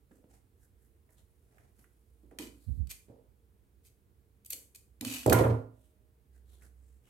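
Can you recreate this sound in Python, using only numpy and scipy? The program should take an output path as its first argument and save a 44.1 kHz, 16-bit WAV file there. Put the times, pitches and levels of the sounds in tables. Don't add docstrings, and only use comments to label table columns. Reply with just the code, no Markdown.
import sys
import numpy as np
from scipy import signal
from scipy.fft import rfft, irfft
from scipy.io import wavfile

SR = 44100
rng = np.random.default_rng(int(sys.argv[2]) if len(sys.argv) > 2 else 0)


def inscribe(sig):
    pcm = np.round(np.clip(np.atleast_2d(sig).T, -1, 1) * 32767)
    wavfile.write(sys.argv[1], SR, pcm.astype(np.int16))


N = 312669
T = np.arange(N) / SR
RING_T = T[:SR * 2 // 3]


def undb(db):
    return 10 ** (np.asarray(db) / 20)


def unit(x):
    return x / np.sqrt(np.mean(x ** 2))


def at(points, hz):
    pitches, values = np.transpose(points)
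    return np.interp(np.log(hz + 1), np.log(pitches), values)


def freqs(x):
    return np.fft.rfftfreq(x.shape[-1], 1 / SR)


def colour(x, points, tilt_db=0):
    hz = freqs(x)
    gain_db = at(points, hz) + tilt_db * np.log2(np.maximum(hz, 1500) / 6000)
    return irfft(rfft(x) * undb(gain_db), x.shape[-1])


def band(x, hz, octaves):
    edges = np.clip([hz / 2 ** (octaves / 2), hz * 2 ** (octaves / 2)], 10, SR / 2 - 100)
    return signal.sosfilt(signal.butter(2, edges, "band", fs=SR, output="sos"), x)


def high_pass(x, hz):
    return signal.sosfilt(signal.butter(3, hz, "high", fs=SR, output="sos"), x)


def add(out, start_s, x):
    i = int(start_s * SR)
    x = x[..., max(-i, 0):N - i]
    out[:, max(i, 0):max(i, 0) + x.shape[-1]] += x


def through(x, response):
    return signal.fftconvolve(x, np.atleast_2d(response), axes=1)[:, :x.shape[1]]


def stereo_noise(size):
    # pitch_hz, correlation
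    likeness = [(60, .6), (130, .98), (320, .94), (520, .4), (1100, -.3), (2200, .1), (6000, .3),
                (13000, .55)]
    mid, side = rfft(rng.standard_normal((2, size)))
    alike = np.clip(at(likeness, np.fft.rfftfreq(size, 1 / SR)), -1, 1)
    common = mid * np.sqrt((1 + alike) / 2)
    opposed = np.array([[1], [-1]]) * side * np.sqrt((1 - alike) / 2)
    return irfft(common + opposed, size)


def ringing(tones, scatter_db):
    ring = 0
    for k, (hz, db, ring_s) in enumerate(tones):
        gain = (-1) ** k * undb(db + scatter_db * rng.standard_normal())
        ring += gain * np.sin(2 * np.pi * hz * RING_T) * np.exp(-np.log(1000) * RING_T / ring_s)
    return ring / np.linalg.norm(ring)


def friction(length_s, rise_share, spectrum, tilt_db, slips_per_s, spread_db=3.5):
    t = np.arange(0, length_s, 1 / SR)
    hold = max(int(SR / slips_per_s), 1)
    slip_db = spread_db * np.clip(rng.standard_normal(len(t) // hold + 1), -2, 2)
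    slips = np.repeat(undb(slip_db), hold)[:len(t)]
    swell = np.sin(np.pi / 2 * np.interp(t / length_s, [0, min(rise_share, 1), 1], [0, 1, 0])) ** 2
    return unit(colour(stereo_noise(len(t)) * slips, spectrum, tilt_db)) * swell


def room(x, wet_db, gap_s):
    # pitch_hz, ring_s
    ring_times = [(100, 0.3), (500, 0.42), (1500, 0.374), (4000, 0.31), (11000, 0.37), (15500, 0.27)]
    hz, t, cells = signal.stft(stereo_noise(SR), SR, nperseg=256)
    fade = np.exp(-np.log(1000) * t / at(ring_times, hz)[:, None])
    tail = signal.istft(cells * fade, SR)[1][:, :len(RING_T)]
    tail = high_pass(tail, hz=147) * np.clip(RING_T / gap_s - 1, 0, 1)
    return x + undb(wet_db) * through(x, tail / np.linalg.norm(tail[0]))


def background(hum_hz=57, drift_hz_per_s=0.92, hum_db=-72, ramp_s=0.024):
    # start_s, end_s, level_db
    swells = [(2.09, 2.66, -65), (4.811, 5.297, -70.5), (6.286, 6.996, -60.5)]
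    # pitch_hz, level_db
    tones = [(199.2, -90), (452.2, -87)]
    # pitch_hz, level_db
    air_colour = [(20, -37.5), (30, -23), (42, -17), (62, -9.5), (90, -6.5), (140, -12.5), (170, -26.5),
                  (200, -16), (240, -21), (450, -21), (560, -30.5), (1200, -36), (6000, -46.5), (9500, -42),
                  (16000, -42.5)]
    swell = sum(undb(db) * np.clip(np.minimum(T - start, end - T) / ramp_s, 0, 1)
                for start, end, db in swells)
    phase = 2 * np.pi * np.cumsum(hum_hz + drift_hz_per_s * T) / SR
    hum = np.sqrt(2) * np.sin(phase) * (undb(hum_db) + swell)
    rumble = undb(-70) * unit(band(stereo_noise(N), hz=61.7, octaves=0.837))
    drone = sum(undb(db) * unit(band(rng.standard_normal(N), hz, octaves=0.055)) for hz, db in tones)
    air = undb(-69) * unit(colour(stereo_noise(N), air_colour))
    return hum + rumble + drone + air


def mount_bumps(rest_hz=56.84, extra_hz=64.96, relax_s=0.03011, rise_s=0.0382, fall_s=0.0382):
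    # start_s, level_db
    bumps = [(2.657, -26.5), (2.764, -24.5)]
    out = np.zeros((2, N))
    hz = rest_hz + extra_hz * np.exp(-RING_T / relax_s)
    swing = np.sin(2 * np.pi * np.cumsum(hz) / SR)
    rise = np.sin(np.pi / 2 * np.minimum(RING_T / rise_s, 1)) ** 2
    fall = np.exp(-np.maximum(RING_T - rise_s, 0) / fall_s)
    for start_s, db in bumps:
        noise = rng.standard_normal(len(RING_T))
        shudder = unit(band(band(noise, hz=80, octaves=2), hz=80, octaves=2))
        add(out, start_s, undb(db) * rise * fall * (swing + undb(-8) * shudder))
    return out * undb([[-34], [0]])


def cloth(fold_db=-10, tick_rise_s=0.0012, tick_fall_s=0.00533):
    # peak_s, length_s, level_db, tilt_db_per_octave, fold_hz
    rubs = [(0.155, 0.203, -79.5, 0.5, 1530), (0.342, 0.1453, -67, -3, 784), (0.627, 0.151, -74.5, 3, 1615),
            (0.839, 0.151, -77.5, 4, 1610), (1.13, 0.093, -71.5, 4, 1690), (1.189, .1, -71, -2, 3500),
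            (1.597, 0.39, -72, -6.5, 698), (1.805, 0.1138, -67, -2.5, 12200),
            (1.793, 3.01, -85.5, -0.5, 10400), (2.63, 0.676, -74, 2.5, 3980), (5.836, .3, -78.5, 0.5, 3235),
            (6.364, 0.11, -74.5, -2.5, 1690), (6.536, 0.1994, -68.5, -1.5, 3604),
            (6.645, 0.1112, -64.5, -2, 1554), (6.881, 0.406, -80.5, -2, 8060),
            (7.08, 0.1385, -67.5, -3.5, 2996)]
    # start_s, level_db
    creases = [(0.114, -63), (.96, -76), (1.091, -70.5), (1.581, -59.5), (1.841, -59.5), (2.31, -61),
               (6.62, -55.5), (7.072, -68.5)]
    # pitch_hz, level_db
    weave_colour = [(200, 8), (700, -1), (1100, -6.5), (1800, -3.5), (3500, -10), (5500, -3.5), (8000, 2),
                    (12500, -0.5), (16000, -13.5)]
    out, t = np.zeros((2, N)), RING_T[:SR // 10]
    for peak_s, length_s, db, tilt_db, fold_hz in rubs:
        hiss = friction(length_s, .5, weave_colour, tilt_db, slips_per_s=190)
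        fold = unit(band(hiss, fold_hz, octaves=.55)) * np.std(hiss)
        add(out, peak_s - length_s / 2, undb(db) * (hiss + undb(fold_db) * fold))
    tick_shape = np.exp(-t / tick_fall_s) * (1 - np.exp(-t / tick_rise_s))
    for start_s, db in creases:
        fibres = stereo_noise(len(t))
        tick = unit(band(fibres, hz=1620, octaves=0.91))
        hiss = undb(-6) * unit(colour(fibres, weave_colour))
        add(out, start_s, undb(db) * (tick + hiss) * tick_shape)
    return out


def blow(hz, octaves, fall_ms, ring_db, crack_db=-25, rise_s=0.0008, cover_fall_s=.35):
    # pitch_hz, level_db, ring_s
    board_tones = [(113, 4, .5), (126, -9, .3), (202, -7, .5), (258, -1, .5), (286, 0, .45), (315, -3, .4),
                   (336, -5, .4), (400, -5, .35), (453, -2, .35), (500, -4, .35), (515, -3, .35),
                   (559, -4, .35), (628, -8, .4), (659, -6, .4), (788, -9, .35), (960, -6, .4),
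                   (1015, -9, .42), (1407, -10, .4)]
    onset = SR // 25
    rattle = stereo_noise(len(RING_T)) * np.exp(-RING_T * 1000 / fall_ms)
    rattle *= 1 - np.exp(-RING_T / rise_s)
    thud = band(rattle, hz, octaves)
    board = band(ringing(board_tones, scatter_db=0), hz, octaves) * np.exp(-RING_T / cover_fall_s)
    crack = band(rattle, 2 * hz, octaves=5.3)
    thud, board, crack = (part / np.std(part[..., :onset]) for part in (thud, board, crack))
    hit = thud + undb(ring_db) * board + undb(crack_db) * crack
    return hit / np.std(hit[:, :onset])


def table(heavy_db=-36, full_boom_db=-28):
    # start_s, level_db, pitch_hz, width_octaves,
    # fall_ms
    knocks = [(0.11, -62, 284, 1.43, 4.8), (.184, -69, 353, 0.64, 2.1), (0.228, -78.5, 589, 0.73, 3.3),
              (.24, -63.5, 189, 2.28, 9), (1.09, -76.5, 690, 1.59, 2.07), (2.231, -63.5, 232.7, 1.31, 42),
              (2.312, -58.5, 369, 1.54, 40), (2.388, -44.5, 289.2, 0.692, 46),
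              (2.396, -59.5, 984, 0.98, 10.1), (2.68, -56, 175.8, 1.35, 19), (3.082, -55, 165, 1.825, 34.3),
              (3.096, -59, 425.6, 0.92, 69.4), (4.531, -62.5, 392, 1.24, 6.5),
              (5.007, -42.5, 251.5, 0.312, 42.5), (5.02, -54, 544, 1.62, 87),
              (5.05, -41.5, 256.2, 0.332, 59.5), (5.2604, -27, 450, 1.4, 5), (5.275, -24, 498, 0.55, 14),
              (5.299, -24, 320, 1.54, 63), (5.323, -25.5, 919, 1.48, 8.3), (5.341, -36.5, 1774, 0.9, 43),
              (5.393, -28, 383.2, 2, 11), (5.406, -25, 441, 1.1, 13), (5.4375, -33.5, 894, 1.15, 26),
              (5.498, -36, 331, 1.8, 20)]
    out = np.zeros((2, N))
    for start_s, db, hz, octaves, fall_ms in knocks:
        boom_db = full_boom_db + 4 * min(db - heavy_db, 0)
        add(out, start_s, undb(db) * blow(hz, octaves, fall_ms, ring_db=-1))
        add(out, start_s, undb(boom_db) * blow(hz=108, octaves=0.99, fall_ms=34, ring_db=6))
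    return out


def lingering_tone():
    # start_s, pitch_hz, level_db, ring_s
    tone = (5.324, 620, -64, 2.0)
    start_s, hz, db, ring_s = tone
    t = np.maximum(T - start_s, 0)
    return undb(db) * np.sin(2 * np.pi * hz * t) * np.exp(-np.log(1000) * t / ring_s)


def blades(contact, start_s, ring_db=-11, grip_db=5, grip_octaves=.1):
    # pitch_hz, level_db, ring_s
    steel_tones = [(2100, -4, .03), (2300, -4, .03), (2570, -1, .03), (2970, -1, .04), (4010, -5, .025),
                   (4260, -4, .025), (4750, -5, .02), (5990, -3, .02), (6850, -3, .018), (7760, 1, .018),
                   (9860, -1, .015), (10500, -3, .015), (11500, -3, .01), (12550, -1, .01),
                   (13700, -3, .01)]
    # time_s, pitch_hz
    grips = [(2.4, 2970), (2.9, 2270), (4.5, 2377), (5.1, 2860), (5.3, 2920)]
    contact = np.pad(contact, ((0, 0), (0, SR // 3)))
    free_hz = np.interp(start_s, *np.transpose(grips))
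    tones = []
    for hz, db, ring_s in steel_tones:
        boost_db = grip_db * np.exp(-(np.log2(hz / free_hz) / grip_octaves) ** 2)
        tones.append((hz * (1 + rng.standard_normal() / 40), db + boost_db, ring_s))
    ring = ringing(tones, scatter_db=2.5)[:SR // 3]
    return contact + undb(ring_db) * through(contact, ring)


def scissors(click_rise_s=0.00079, click_fall_s=0.00253):
    # start_s, level_db, tilt_db_per_octave
    clicks = [(2.3867, -30, -4.5), (2.871, -50.5, -2.5), (2.9107, -36, -2), (4.4477, -49, 2),
              (4.5035, -25, 10.5), (4.5319, -28.5, 1.5), (4.758, -39.5, 2), (5.0099, -29, -2),
              (5.0486, -26, -4), (5.0734, -36, 0.5), (5.139, -34.5, -1.5), (5.2624, -26.5, 3.5),
              (5.297, -19.5, -3.5), (5.3276, -14.5, 0), (5.3314, -20, 1), (5.387, -30.5, -6)]
    # start_s, length_s, rise_share (part spent swelling), level_db, tilt_db_per_octave
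    scrapes = [(2.394, 0.126, 0.043, -51, -5), (2.888, .046, 0.456, -44, -1.5),
               (3.825, 0.0758, 0.57, -64.5, 0), (4.455, 0.0142, .5, -47, 3.5),
               (4.496, 0.0235, 0.457, -42, 1), (4.517, .021, 0.654, -36, 1.5),
               (4.745, 0.0217, 0.245, -51.5, -0.5), (5.026, 0.2903, 0.27, -42.5, -4)]
    # pitch_hz, level_db
    steel_colour = [(300, -18), (1300, -15.5), (1800, -12.5), (2150, -8), (2550, -1.5), (3400, -7),
                    (4400, -2), (5200, -4.5), (7700, 0), (11000, -1.5), (13000, 2), (16000, -13)]
    out, t = np.zeros((2, N)), RING_T[:SR // 20]
    click_shape = np.exp(-t / click_fall_s) * (1 - np.exp(-t / click_rise_s))
    for start_s, db, tilt_db in clicks:
        click = unit(colour(stereo_noise(len(t)), steel_colour, tilt_db)) * click_shape
        add(out, start_s, undb(db) * blades(click, start_s))
    for start_s, length_s, rise_share, db, tilt_db in scrapes:
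        slide = friction(length_s, rise_share, steel_colour, tilt_db, slips_per_s=500)
        add(out, start_s, undb(db) * blades(slide, start_s))
    return out


def scene():
    return (room(scissors(), wet_db=-5.5, gap_s=0.0033)
            + room(table(), wet_db=-9, gap_s=0.02) + lingering_tone()
            + room(cloth(), wet_db=-6, gap_s=0.005)
            + mount_bumps() + background())


def record(dry, top_hz=16200):
    # pitch_hz, left_minus_right_db
    balance = [(50, -8.5), (120, -1.5), (300, -4.5), (650, -5.5), (1200, -5), (2200, -3.5), (4500, 1.5),
               (8000, -0.5)]
    lean_db = at(balance, freqs(dry)) * np.array([[1], [-1]]) / 2
    heard = high_pass(irfft(rfft(dry) * undb(lean_db), N), hz=42)
    return signal.sosfilt(signal.ellip(10, .2, 70, top_hz, fs=SR, output="sos"), heard)


dry = scene()
out = record(dry)
inscribe(out)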